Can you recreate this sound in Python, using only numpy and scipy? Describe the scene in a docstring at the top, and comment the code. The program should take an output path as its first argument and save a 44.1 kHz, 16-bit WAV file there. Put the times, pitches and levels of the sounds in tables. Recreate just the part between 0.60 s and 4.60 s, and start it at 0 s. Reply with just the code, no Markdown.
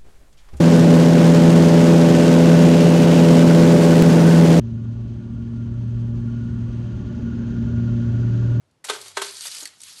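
"""Small piston aircraft cabin in cruise.

Propeller and exhaust drone at multiples of the firing rate, with faint lines between
from unequal cylinders. The cabin roars and booms, a window seal whistles, and air hisses
past the windows, pulsing with the blades. The microphone overloads slightly; one click comes late."""
import sys
import numpy as np
from scipy import signal
from scipy.fft import rfft, irfft
from scipy.io import wavfile

SR = 44100
rng = np.random.default_rng(int(sys.argv[2]) if len(sys.argv) > 2 else 0)


def int16_out(signal):
    """Quantize to a 16-bit WAV file."""
    q = np.round(np.clip(np.atleast_2d(signal).T, -1, 1) * 32767)
    wavfile.write(sys.argv[1], SR, q.astype(np.int16))


N = 176400
TIME = np.arange(N) / SR

# Engine firing rate: time_s, rate_hz
FIRING_RATE = [(0, 83.3), (.4, 83.25), (.7, 83.53), (1.1, 83.57), (1.6, 83.82), (2.2, 83.68), (3.0, 83.65),
               (3.5, 83.33), (4, 83.2)]


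def from_db(db):
    """Decibels to gain."""
    return 10 ** (np.asarray(db) / 20)


def curve(rows):
    """Rows of time_s, value interpolated to every sample."""
    return np.interp(TIME, *np.transpose(rows))


def drift(rate_hz):
    """Smooth random wander, zero mean, unit spread."""
    step, settle = 20, 4000
    pole = np.exp(-2 * np.pi * rate_hz * step / SR)
    white = rng.standard_normal(N // step + settle + 2)
    slow = signal.lfilter([1], [1, -2 * pole, pole * pole], white)[settle:]
    return np.interp(np.arange(N) / step, np.arange(len(slow)), (slow - slow.mean()) / slow.std())


def shaped_noise(spectrum):
    """Noise following rows of freq_hz, density_db_per_hz; rolls off above the last row."""
    freq_hz, density_db = np.transpose(spectrum)
    bins_hz = np.maximum(np.arange(N // 2 + 1) * SR / N, 1)
    gain = from_db(np.interp(np.log(bins_hz), np.log(freq_hz), density_db))
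    gain /= np.maximum(bins_hz / freq_hz[-1], 1) ** 2
    return irfft(rfft(rng.standard_normal(N)) * gain, N) * np.sqrt(SR / 2)


def resonant_noise(centre_hz, width_hz):
    """Air noise ringing in one resonance, rms 1."""
    radius = np.exp(-np.pi * width_hz / SR)
    feedback = [1, -2 * radius * np.cos(2 * np.pi * centre_hz / SR), radius * radius]
    ringing = signal.lfilter([1, 0, -1], feedback, rng.standard_normal(N))
    return ringing / ringing.std()


def sizzle():
    """Thin, bright hiss that grows late."""
    # Sizzle spectrum: freq_hz, density_db_per_hz
    spectrum = [(4000, -100), (8000, -82), (11000, -84.5), (16000, -97)]
    # Sizzle envelope: time_s, gain_db
    envelope = [(0, -16), (2.3, -10), (3.3, 0), (4, -2)]
    return from_db(curve(envelope)) * shaped_noise(spectrum)


def slipstream(firings):
    """Turbulent hiss past the windows and a seal's breathy whistle, chopped by the propeller wash."""
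    # Airflow spectrum: freq_hz, density_db_per_hz
    spectrum = [(400, -79), (1200, -65.5), (1900, -65), (2350, -67.5), (2800, -67), (3700, -70),
                (5200, -71), (7000, -73), (10000, -81.5), (13000, -88), (16000, -96)]
    # Overall airflow envelope: time_s, gain_db
    envelope = [(0, -0.1), (.4, -0.1), (.6, 0.5), (1.6, 0.7), (2.5, 0.5), (3.0, 1.1), (3.4, 0), (3.7, 0.2),
                (4, -0.7)]
    # Window seal whistle: time_s, level_db
    seal_level = [(0, -40), (.7, -39), (1.1, -42), (1.65, -37), (2.2, -41.5), (3.0, -40), (3.6, -39),
                  (3.76, -35), (3.9, -43)]
    # Band of hiss that swells midway: time_s, level_db
    swell_level = [(0, -54), (1.6, -42), (2.2, -38.5), (2.6, -36.5), (3.0, -57), (4, -48)]
    seal_db = curve(seal_level) + 2 * drift(rate_hz=16)
    seal = from_db(seal_db) * resonant_noise(centre_hz=1498, width_hz=65)
    swell = from_db(curve(swell_level)) * resonant_noise(centre_hz=2790, width_hz=560)
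    dip_depth, dip_sharpness = 0.59, 118  # brief sag per blade pass, once per firing
    wash = 1 - dip_depth * np.abs(np.cos(np.pi * firings)) ** dip_sharpness
    turbulence_db = 0.7 * drift(rate_hz=36) + 1.44 * drift(rate_hz=228)
    return (shaped_noise(spectrum) + seal + swell) * wash * from_db(curve(envelope) + turbulence_db)


def cabin():
    """Broad roar, the boom of the cabin's air resonance and a mid-range rush."""
    # Roar spectrum: freq_hz, density_db_per_hz
    roar_spectrum = [(20, -81), (58, -72), (100, -55.5), (130, -44.5), (185, -41), (240, -39.5), (310, -44),
                     (420, -47), (560, -50), (720, -55.5), (950, -59), (1300, -69), (2500, -77)]
    # Mid-range rush: time_s, level_db
    rush_level = [(0, -32), (.5, -36), (1.5, -36), (2.3, -48), (3.0, -37), (4, -35)]
    boom = from_db(-27) * resonant_noise(centre_hz=186.5, width_hz=12.4)
    rush = from_db(curve(rush_level)) * resonant_noise(centre_hz=824, width_hz=200)
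    return shaped_noise(roar_spectrum) + boom + rush


def engine_tone(firings, order, level_db):
    """One multiple of the firing rate; the cabin delays higher tones more."""
    delay_s_per_hz = 5.5e-5
    pitch_hz = order * np.mean(curve(FIRING_RATE))
    lag_cycles = delay_s_per_hz * pitch_hz ** 2 / 2
    return -np.sqrt(2) * from_db(level_db) * np.cos(2 * np.pi * (order * firings - lag_cycles))


def engine(firings):
    """Wavering propeller and exhaust tones, with weak lines between from unequal cylinders."""
    # Propeller and exhaust tones: firing_order, level_db
    tones = [(1, -36.5), (2, -11.1), (3, -18), (4, -22.5), (5, -23.5), (6, -24.5), (7, -24.5), (8, -36.5),
             (9, -48.5), (10, -39), (11, -45.5), (13, -44)]
    # Unequal-cylinder lines: engine_cycle_order, level_db
    cylinder_lines = [(5, -44), (13, -36), (14, -37), (22, -38), (26, -42), (31, -43), (33, -46), (36, -47)]
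    # Slow swelling of the two strongest tones: time_s, second_gain_db, third_gain_db
    swelling = [(0, 0, -1), (.45, -0.5, 0.7), (1.0, 0.3, -0.7), (1.7, -2, 1.5), (2.0, 0.3, 0.5),
                (2.3, -1.3, -1.7), (2.9, 0.1, 0.9), (3.3, -1.5, -2.5), (3.65, .7, -2.5), (4, 0, -2.8)]
    # Buzz, the tones from order 4 up: time_s, gain_db
    buzz = [(0, -1.5), (.1, -2), (.4, -.5), (.8, -0.2), (1.55, 0.3), (1.9, 0), (2.6, -0.5), (3.2, 1),
            (3.45, -1), (3.7, -2), (4, -1.5)]
    cylinders, jitter_s, waver_hz = 4, 6e-5, 4.6
    time_s, second_db, third_db = np.transpose(swelling)
    low_order_db = {1: 0, 2: np.interp(TIME, time_s, second_db), 3: np.interp(TIME, time_s, third_db)}
    buzz_db = curve(buzz)
    uneven_firings = firings + jitter_s * curve(FIRING_RATE) * drift(rate_hz=34.4)
    drone = np.zeros(N)
    for order, level_db in tones:
        waver_db = 0.21 * order ** 0.47 * drift(waver_hz)
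        gain_db = low_order_db.get(order, buzz_db)
        drone += engine_tone(uneven_firings, order, level_db + waver_db + gain_db)
    for cycle_order, level_db in cylinder_lines:
        drone += engine_tone(uneven_firings, cycle_order / cylinders, level_db + 2 * drift(waver_hz))
    return drone


def click():
    """One dry, sharp recorder click over a soft, low knock."""
    start_s, tick_decay_s, knock_decay_s = 3.4232, 0.00014, 0.0016
    age_s = np.maximum(TIME - start_s, 0)
    tick = from_db(-1.5) * np.exp(-age_s / tick_decay_s)
    knock = from_db(-18) * age_s / knock_decay_s * np.exp(1 - age_s / knock_decay_s)
    return -(tick + knock) * (TIME >= start_s)


def scene():
    """Cabin, engine and airflow at the passenger's seat, mono."""
    firings = np.cumsum(curve(FIRING_RATE)) / SR  # running count
    return (cabin() + engine(firings) + slipstream(firings) + sizzle())[None]


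def record(dry):
    """Microphone overload flattens the tallest peaks; then the click, edge fades and a steep low-pass."""
    ceiling, knee_hardness = 0.73, 11.4
    fade_s, cutoff_hz = 0.004, 15860
    clipped = dry / (1 + np.abs(dry / ceiling) ** knee_hardness) ** (1 / knee_hardness)
    fade = np.clip(np.minimum(TIME, TIME[-1] - TIME) / fade_s, 0, 1)
    lowpass = signal.ellip(12, 0.1, 90, cutoff_hz, fs=SR, output="sos")
    return signal.sosfilt(lowpass, fade * (clipped + click()))


dry = scene()
out = record(dry)
int16_out(out)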